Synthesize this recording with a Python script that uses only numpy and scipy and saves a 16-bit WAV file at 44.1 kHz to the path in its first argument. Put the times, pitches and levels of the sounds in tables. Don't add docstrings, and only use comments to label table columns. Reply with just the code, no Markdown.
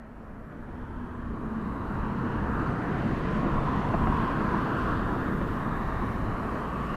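import sys
import numpy as np
from scipy import signal
from scipy.fft import rfft, irfft, next_fast_len
from scipy.io import wavfile
from scipy.ndimage import uniform_filter1d, map_coordinates

SR = 44100
rng = np.random.default_rng(int(sys.argv[2]) if len(sys.argv) > 2 else 0)


def dump_mix(stems):
    frames = np.atleast_2d(stems).T
    limited = np.clip(frames, -1, 1)
    pcm = np.round(limited * 32767).astype(np.int16)
    wavfile.write(sys.argv[1], SR, pcm)


def decibels_to_gain(level_db):
    exponent = np.asarray(level_db, float) / 20
    return 10 ** exponent


N = 306936


def unit(x):
    return x / np.sqrt(np.mean(x ** 2) + 1e-20)


def curves(rows):
    s, *columns = np.transpose(rows)
    return [np.interp(np.arange(N) / SR, s, column) for column in columns]


def wobble(rate, order=3, span=slice(None)):
    knots = rng.standard_normal(int(N * rate / SR) + 4)
    return map_coordinates(knots, [np.arange(N)[span] * rate / SR], order=order)


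def rush(spectrum, patchy_db):
    z = signal.stft(rng.standard_normal(N), nperseg=512)[2]
    patches = uniform_filter1d(rng.standard_normal(z.shape), size=5, axis=0)
    patches = uniform_filter1d(patches, size=30, axis=1)
    white = signal.istft(z * decibels_to_gain(patchy_db * unit(patches)), nperseg=512)[1][:N]
    m = next_fast_len(N + 8192)
    hz, db = np.transpose(spectrum)
    log_hz = np.log(np.fft.rfftfreq(m, 1 / SR) + 1)
    colour = decibels_to_gain(np.interp(log_hz, np.log(hz + 1), db, -120, -120))
    return unit(irfft(rfft(white, m) * colour, m)[:N])


SWELL_DB = 15.5


def passing(s, half_s, hz, glide, db):
    span = slice(max(round((s - 2 * half_s) * SR), 0), round((s + 2 * half_s) * SR))
    t = np.arange(N)[span] / SR - s
    return span, hz * (1 + glide * t), db - SWELL_DB * (t / half_s) ** 2


# pitch_hz, level_db (per Hz)
SELF_NOISE = [(3200, -4.5), (5500, -4), (8300, -5), (13000, -5), (14000, -5), (15500, -4), (17000, -39)]
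HISS_DB, FADE_FROM_DB, FADE_S = -66, -14, 4.3


def hiss():
    opening_db = FADE_FROM_DB * np.clip(1 - np.arange(N) / (FADE_S * SR), 0, 1) ** 1.45
    return decibels_to_gain(HISS_DB + opening_db + 0.47 * wobble(9.2)) * rush(SELF_NOISE, patchy_db=1.4)


# pitch_hz, level_db (per Hz)
RUMBLE_COLOUR = [(5, -29), (11, -4), (22, 2.5), (38, -1), (50, 2.5), (86, -3.5), (110, -7), (140, -22),
                 (240, -120)]
# pitch_hz, level_db (per Hz)
DRONE_COLOUR = [(47, -8), (80, -8.5), (151, 0), (229, 0), (280, -3), (325, -4.5), (404, -9.5), (453, -10),
                (560, -18.5), (730, -19.5), (1230, -120)]
# time_s, level_db
ENGINE_EFFORT = [(0, -50.5), (.6, -43.5), (1.1, -40.5), (1.66, -36), (2.2, -32.5), (2.9, -30.5), (3.5, -29),
                 (4.15, -30.5), (4.4, -28.5), (4.57, -31), (4.7, -30.5), (5.21, -29.5), (5.9, -34),
                 (6.05, -32.5), (6.75, -34), (6.96, -33)]
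# middle_s, half_length_s, level_db (over the rumble, negative dips)
RUMBLE_SURGES = [(.5, 0.28, 0), (2.05, 0.12, 5.5), (2.303, 0.085, 2), (2.453, .06, 5), (2.75, .2, -2),
                 (3.15, 0.21, 2), (3.45, 0.18, 4), (4.1, 0.23, 9), (4.3, 0.13, -1.5), (4.705, 0.11, -5),
                 (5.148, 0.37, 3.5), (5.6, 0.11, -1), (5.7, 0.41, 3), (6.5, 0.18, -3)]
DRONE_DB, RUMBLE_DB, RUMBLE_GROWS = -0.5, -4.5, 0.45


def rumble_and_drone(swell):
    effort_db, = curves(ENGINE_EFFORT)
    t = np.arange(N) / SR
    surge_db = sum(db * np.exp(-((t - s) / half_s) ** 2) for s, half_s, db in RUMBLE_SURGES)
    usual_db = effort_db.mean()
    rumble_db = usual_db + RUMBLE_GROWS * (effort_db - usual_db) + surge_db + RUMBLE_DB
    drone_db = effort_db + DRONE_DB + 0.28 * swell + 0.21 * wobble(6.5)
    rumble = decibels_to_gain(rumble_db) * rush(RUMBLE_COLOUR, patchy_db=2.0)
    return rumble + decibels_to_gain(drone_db) * rush(DRONE_COLOUR, patchy_db=-0.23)


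# loudest_s, half_length_s, pitch_hz, glide_per_s (share), level_db
ENGINE_ORDERS = [(2.7, 1.37, 126.5, -.037, -42.5), (4.6, 0.71, 115.6, -0.0051, -42),
                 (3.4, 1.2, 151.5, -0.0405, -40), (5.8, .9, 143.5, -.03, -56), (3, 1.38, 50.5, -0.02, -53),
                 (5.7, 0.475, 28, -0.039, -49), (0.42, 0.88, 219, 0.008, -52.5),
                 (0.41, .6, 271, -0.028, -58.5), (1.265, 0.306, 248, -.03, -42.5),
                 (0.878, 0.51, 245, -.02, -49), (1.55, .3, 212, -.08, -41), (1.97, 0.186, 120, -.03, -41),
                 (3.6, 0.151, 140, -0.034, -38.5), (0.66, 0.21, 100, 0.013, -52),
                 (1.39, 0.235, 407, -0.016, -53), (4.05, 0.2016, 148, -.03, -35),
                 (1.1, 0.46, 87, -0.0377, -48.5), (2.3, 0.453, 241, -.02, -42),
                 (4.12, 0.199, 222.3, -0.02, -33.5), (6.85, .25, 145, -0.036, -46),
                 (3.9, 0.303, 105, -0.034, -39.5)]


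def engines():
    out = np.zeros(N)
    for row in ENGINE_ORDERS:
        span, hz, db = passing(*row)
        unsteady_hz = hz * (1 + 0.0205 * wobble(14, order=1, span=span))
        phase = 2 * np.pi * np.cumsum(unsteady_hz) / SR
        level = decibels_to_gain(db + 2.75 * wobble(11, order=1, span=span))
        out[span] += np.sqrt(2) * level * np.sin(phase)
    return out


# loudest_s, half_length_s, centre_hz, glide_per_s (share), level_db air
LOW_HUMS = [(0.695, 1.2, 236.7, -.01, -48), (1.6, .6, 218.3, -.15, -39.5),
            (2.153, .45, 196.8, -0.1103, -36.5), (6.197, 0.299, 110.3, -0.011, -34),
            (6.451, 0.6, 56.3, -.012, -35.5), (3.153, 0.205, 75.5, -.02, -37)]
GROOVE_HUMS = [(.95, .4, 1000, 0.052, -54), (1.6, .5, 1120, 0.054, -47), (3.55, .5, 1035, -0.038, -37.5),
               (4.15, .4, 1030, 0.078, -32), (4.55, .2, 1086, .02, -39), (4.8, .25, 1059, .2, -37),
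               (5.75, .6, 1142, 0.013, -40.5), (6.8, .9, 1152, 0.053, -39)]
TREAD_HUMS = [(0.64, 0.249, 580, -0.078, -54.5), (.9, 0.415, 890, -.02, -52.5), (2.4, .9, 930, -.02, -43),
              (2.8, 0.77, 740, -.06, -45), (3.75, 0.397, 3400, .02, -61), (3.1, .45, 1880, .01, -49.5),
              (3.35, .5, 3620, .01, -68), (4.2, .3, 3200, -0.0031, -59.5), (6.6, .3, 430, -0.13, -42.5),
              (3.4, .45, 625, -0.24, -48), (0.78, 1.5, 2220, -.07, -72.5), (1.1, 0.64, 3150, -.14, -71.5),
              (2, .4, 2780, -0.041, -64), (1.9, .8, 3930, .07, -71), (4.5, .8, 1560, .05, -41.5),
              (4.8, .3, 1350, .05, -40), (.95, .4, 1550, .05, -57), (6.85, .3, 2800, 0.043, -59),
              (4.85, .25, 3050, .01, -59), (6, 0.59, 2200, -.03, -57.5), (5.8, 1.302, 1750, .01, -48.5),
              (4.9, .9, 3430, .08, -61), (5.9, 0.73, 3760, .11, -63.5), (4.75, .7, 4400, .08, -65)]
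BRAKE_SQUEAL = [
    (5.4, .6, 13150, .001, -77),
]


def songs():
    out = np.zeros(N)
    for width, rows in [(.17, LOW_HUMS), (.2, GROOVE_HUMS), (.21, TREAD_HUMS), (.03, BRAKE_SQUEAL)]:
        for row in rows:
            span, hz, db = passing(*row)
            phase = 2 * np.pi * np.cumsum(hz) / SR
            width_hz = width * row[2]
            in_phase = wobble(width_hz, order=1, span=span) * np.cos(phase)
            quadrature = wobble(width_hz, order=1, span=span) * np.sin(phase)
            out[span] += decibels_to_gain(db) * (in_phase + quadrature)
    return out


# start_s, level_db (peak), thud_db, slap_hz
SEAM_KNOCKS = [(.52, -32.5, -10, 605), (.69, -34, 1, 560), (3.36, -21, 0, 603), (3.46, -20, -3, 562),
               (3.937, -13.5, -7.5, 680), (4.069, -16, -1.5, 755), (4.405, -14.5, -1, 437),
               (4.539, -20, 5, 924), (4.745, -24, 2, 700), (4.88, -24, -3, 680), (5.279, -22, -3, 505),
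               (5.409, -18.5, -3, 564), (6.019, -22, 0, 1040), (6.178, -27, -7, 1076)]


def ring(t, hz, t60):
    return decibels_to_gain(-60 * t / t60) * np.sin(2 * np.pi * hz * t)


def seams():
    out, t = np.zeros(N + SR), np.arange(SR // 8) / SR
    dull = signal.butter(4, 1700, fs=SR, output="sos")
    rise = 1 - np.exp(-t / 0.0029)
    for s, db, thud_db, hz in SEAM_KNOCKS:
        slap = ring(t, hz, 0.07) + 0.42 * ring(t, 0.81 * hz, 0.068)
        slap += 0.3 * ring(t, 1.17 * hz, 0.059) + 0.65 * ring(t, 1310, 0.018)
        thud = decibels_to_gain(thud_db + 4.0) * (ring(t, 210.7, 0.08) + 0.77 * ring(t, 320, 0.08))
        scuff = unit(signal.sosfilt(dull, rng.standard_normal(len(t)))) * decibels_to_gain(-60 * t / 0.047)
        out[round(s * SR):][:len(t)] += decibels_to_gain(db - 5.5) * rise * (slap + thud + 0.5 * scuff)
    return out[:N]


# pass_s, pace_per_s (speed over nearest distance), bounce_ms (delay when nearest),
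# level_db (over the far traffic)
NEAR_CARS = [
    (1.75, 0.84, 0.81, 6),
    (3.95, 0.74, 0.9, 4),
    (6.0, 0.64, 0.9, 1.5),
]


def tyres(spectrum, bounce):
    n = np.arange(N)
    total, power = rush(spectrum, patchy_db=-3.0), 1
    for s, pace, delay_ms, db in NEAR_CARS:
        distance = np.sqrt(1 + (pace * (n / SR - s)) ** 2)
        near = decibels_to_gain(db) / distance ** 1.02
        tread = rush(spectrum, patchy_db=1.7)
        echo = np.interp(n - delay_ms / 1000 * SR / distance, n, tread)
        total = total + near * (tread + bounce * echo) / np.sqrt(1 + bounce ** 2)
        power = power + near ** 2
    return total / np.sqrt(power)


# pitch_hz, level_db (per Hz)
ROAR_COLOUR = [(250, -33), (420, -5.5), (453, -4), (543, -5), (654, -2), (834, -4.5), (978, -1),
               (1080, -1.5), (1860, -11), (2200, -27.5), (2860, -34.5), (4840, -120)]
# pitch_hz, level_db (per Hz)
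SIZZLE_COLOUR = [(1180, -17), (2000, -1), (2150, -4.5), (2740, -5.5), (3040, -7), (3340, -14), (4390, -17),
                 (4980, -22.5), (7000, -28.5), (9100, -35), (15400, -120)]
# time_s, level_db, sizzle_db (higher when near)
TYRE_STRENGTH = [(0, -51, -21), (.25, -50, -21), (.75, -48.5, -19.5), (1.4, -44, -20), (1.9, -39.5, -20.5),
                 (2.3, -36.5, -19.5), (2.9, -34.5, -18), (3.15, -36.5, -14), (3.4, -33, -18),
                 (3.7, -33.5, -16), (4.07, -34, -18), (4.2, -33.5, -16), (4.82, -33, -18.5),
                 (5.05, -34.5, -19), (5.4, -36.5, -19), (6.1, -36, -19), (6.96, -36.5, -16.5)]
ROAR_DB, SIZZLE_DB = 0, 0.36


def rolling(swell):
    roll_db, near_db = curves(TYRE_STRENGTH)
    roar = decibels_to_gain(roll_db + ROAR_DB + 0.54 * swell) * tyres(ROAR_COLOUR, bounce=0.56)
    sizzle_db = roll_db + near_db + SIZZLE_DB + 0.55 * wobble(7.6)
    return roar + decibels_to_gain(sizzle_db) * rush(SIZZLE_COLOUR, patchy_db=1.04)


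def scene():
    swell = wobble(4.13)
    return (rumble_and_drone(swell) + engines() + songs() + seams() + rolling(swell))[None]


# pitch_hz, level_db (against the sound around it)
WEAKEST_KEPT = [(1800, -15), (3000, -10), (5000, -6.5), (7000, -3.5), (9000, -2), (11000, -1), (13300, 0),
                (13700, 2.2), (14500, 3)]
# time_s, level_db (higher drops more)
STRICTNESS = [(0, -3), (1.2, 1.7), (2, -2.5), (2.6, .9), (3.3, 1.5), (4.3, 0.5), (5.2, -1.5), (6.96, -1)]
# time_s, edge_hz, scatter_hz
TREBLE_EDGE = [(0, 14300, 100), (.4, 13900, 250), (.55, 13500, 50), (1.9, 13450, 100), (2.1, 13350, 500),
               (2.4, 13250, 350), (3.4, 13000, 357), (3.55, 13550, 80), (4.6, 13550, 60),
               (4.75, 13800, 450), (5.3, 14100, 500), (5.8, 14900, 250), (6.05, 14700, 400),
               (6.25, 13600, 150), (6.45, 14500, 450), (6.96, 14300, 400)]


def masked(x):
    half, lead = 1024, 10
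    n, k = np.arange(2 * half), np.arange(half)
    window = np.sin(np.pi * (n + .5) / (2 * half))
    basis = window[:, None] * np.cos(np.pi / half * np.outer(n + .5 + half / 2, k + .5))
    blocks = np.pad(x[0], (half + lead, 2 * half - (N + lead) % half)).reshape(-1, half)
    lines = np.hstack([blocks[:-1], blocks[1:]]) @ basis
    hz, t = (k + .5) * SR / (2 * half), np.arange(len(lines)) * half / SR
    surroundings = uniform_filter1d(uniform_filter1d(lines ** 2, size=21, axis=1), size=7, axis=0)
    clump = uniform_filter1d(lines ** 2, size=3, axis=1)
    strict_db = np.interp(hz, *np.transpose(WEAKEST_KEPT))
    strict_db = strict_db + np.interp(t, *np.transpose(STRICTNESS))[:, None]
    strict_db = strict_db + 0.33 * rng.standard_normal((len(t), 1))
    s, top_hz, scatter_hz = np.transpose(TREBLE_EDGE)
    edge_hz = np.interp(t, s, top_hz) + np.interp(t, s, scatter_hz) * rng.standard_normal(len(t))
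    strong = clump > surroundings * decibels_to_gain(2 * strict_db) * (hz > 1800)
    kept = lines * strong * (hz < edge_hz[:, None])
    frames = kept @ basis.T * 2 / half
    return (frames[1:, :half] + frames[:-1, half:]).ravel()[None, lead:lead + N]


def top_cut(x):
    return signal.sosfilt(signal.butter(12, 15080, fs=SR, output="sos"), x)


def record(dry):
    fade = np.clip((N - np.arange(N)) / (.004 * SR), 0, 1)
    mix = masked(fade * (dry + hiss()))
    return top_cut(mix)


dry = scene()
out = record(dry)
dump_mix(out)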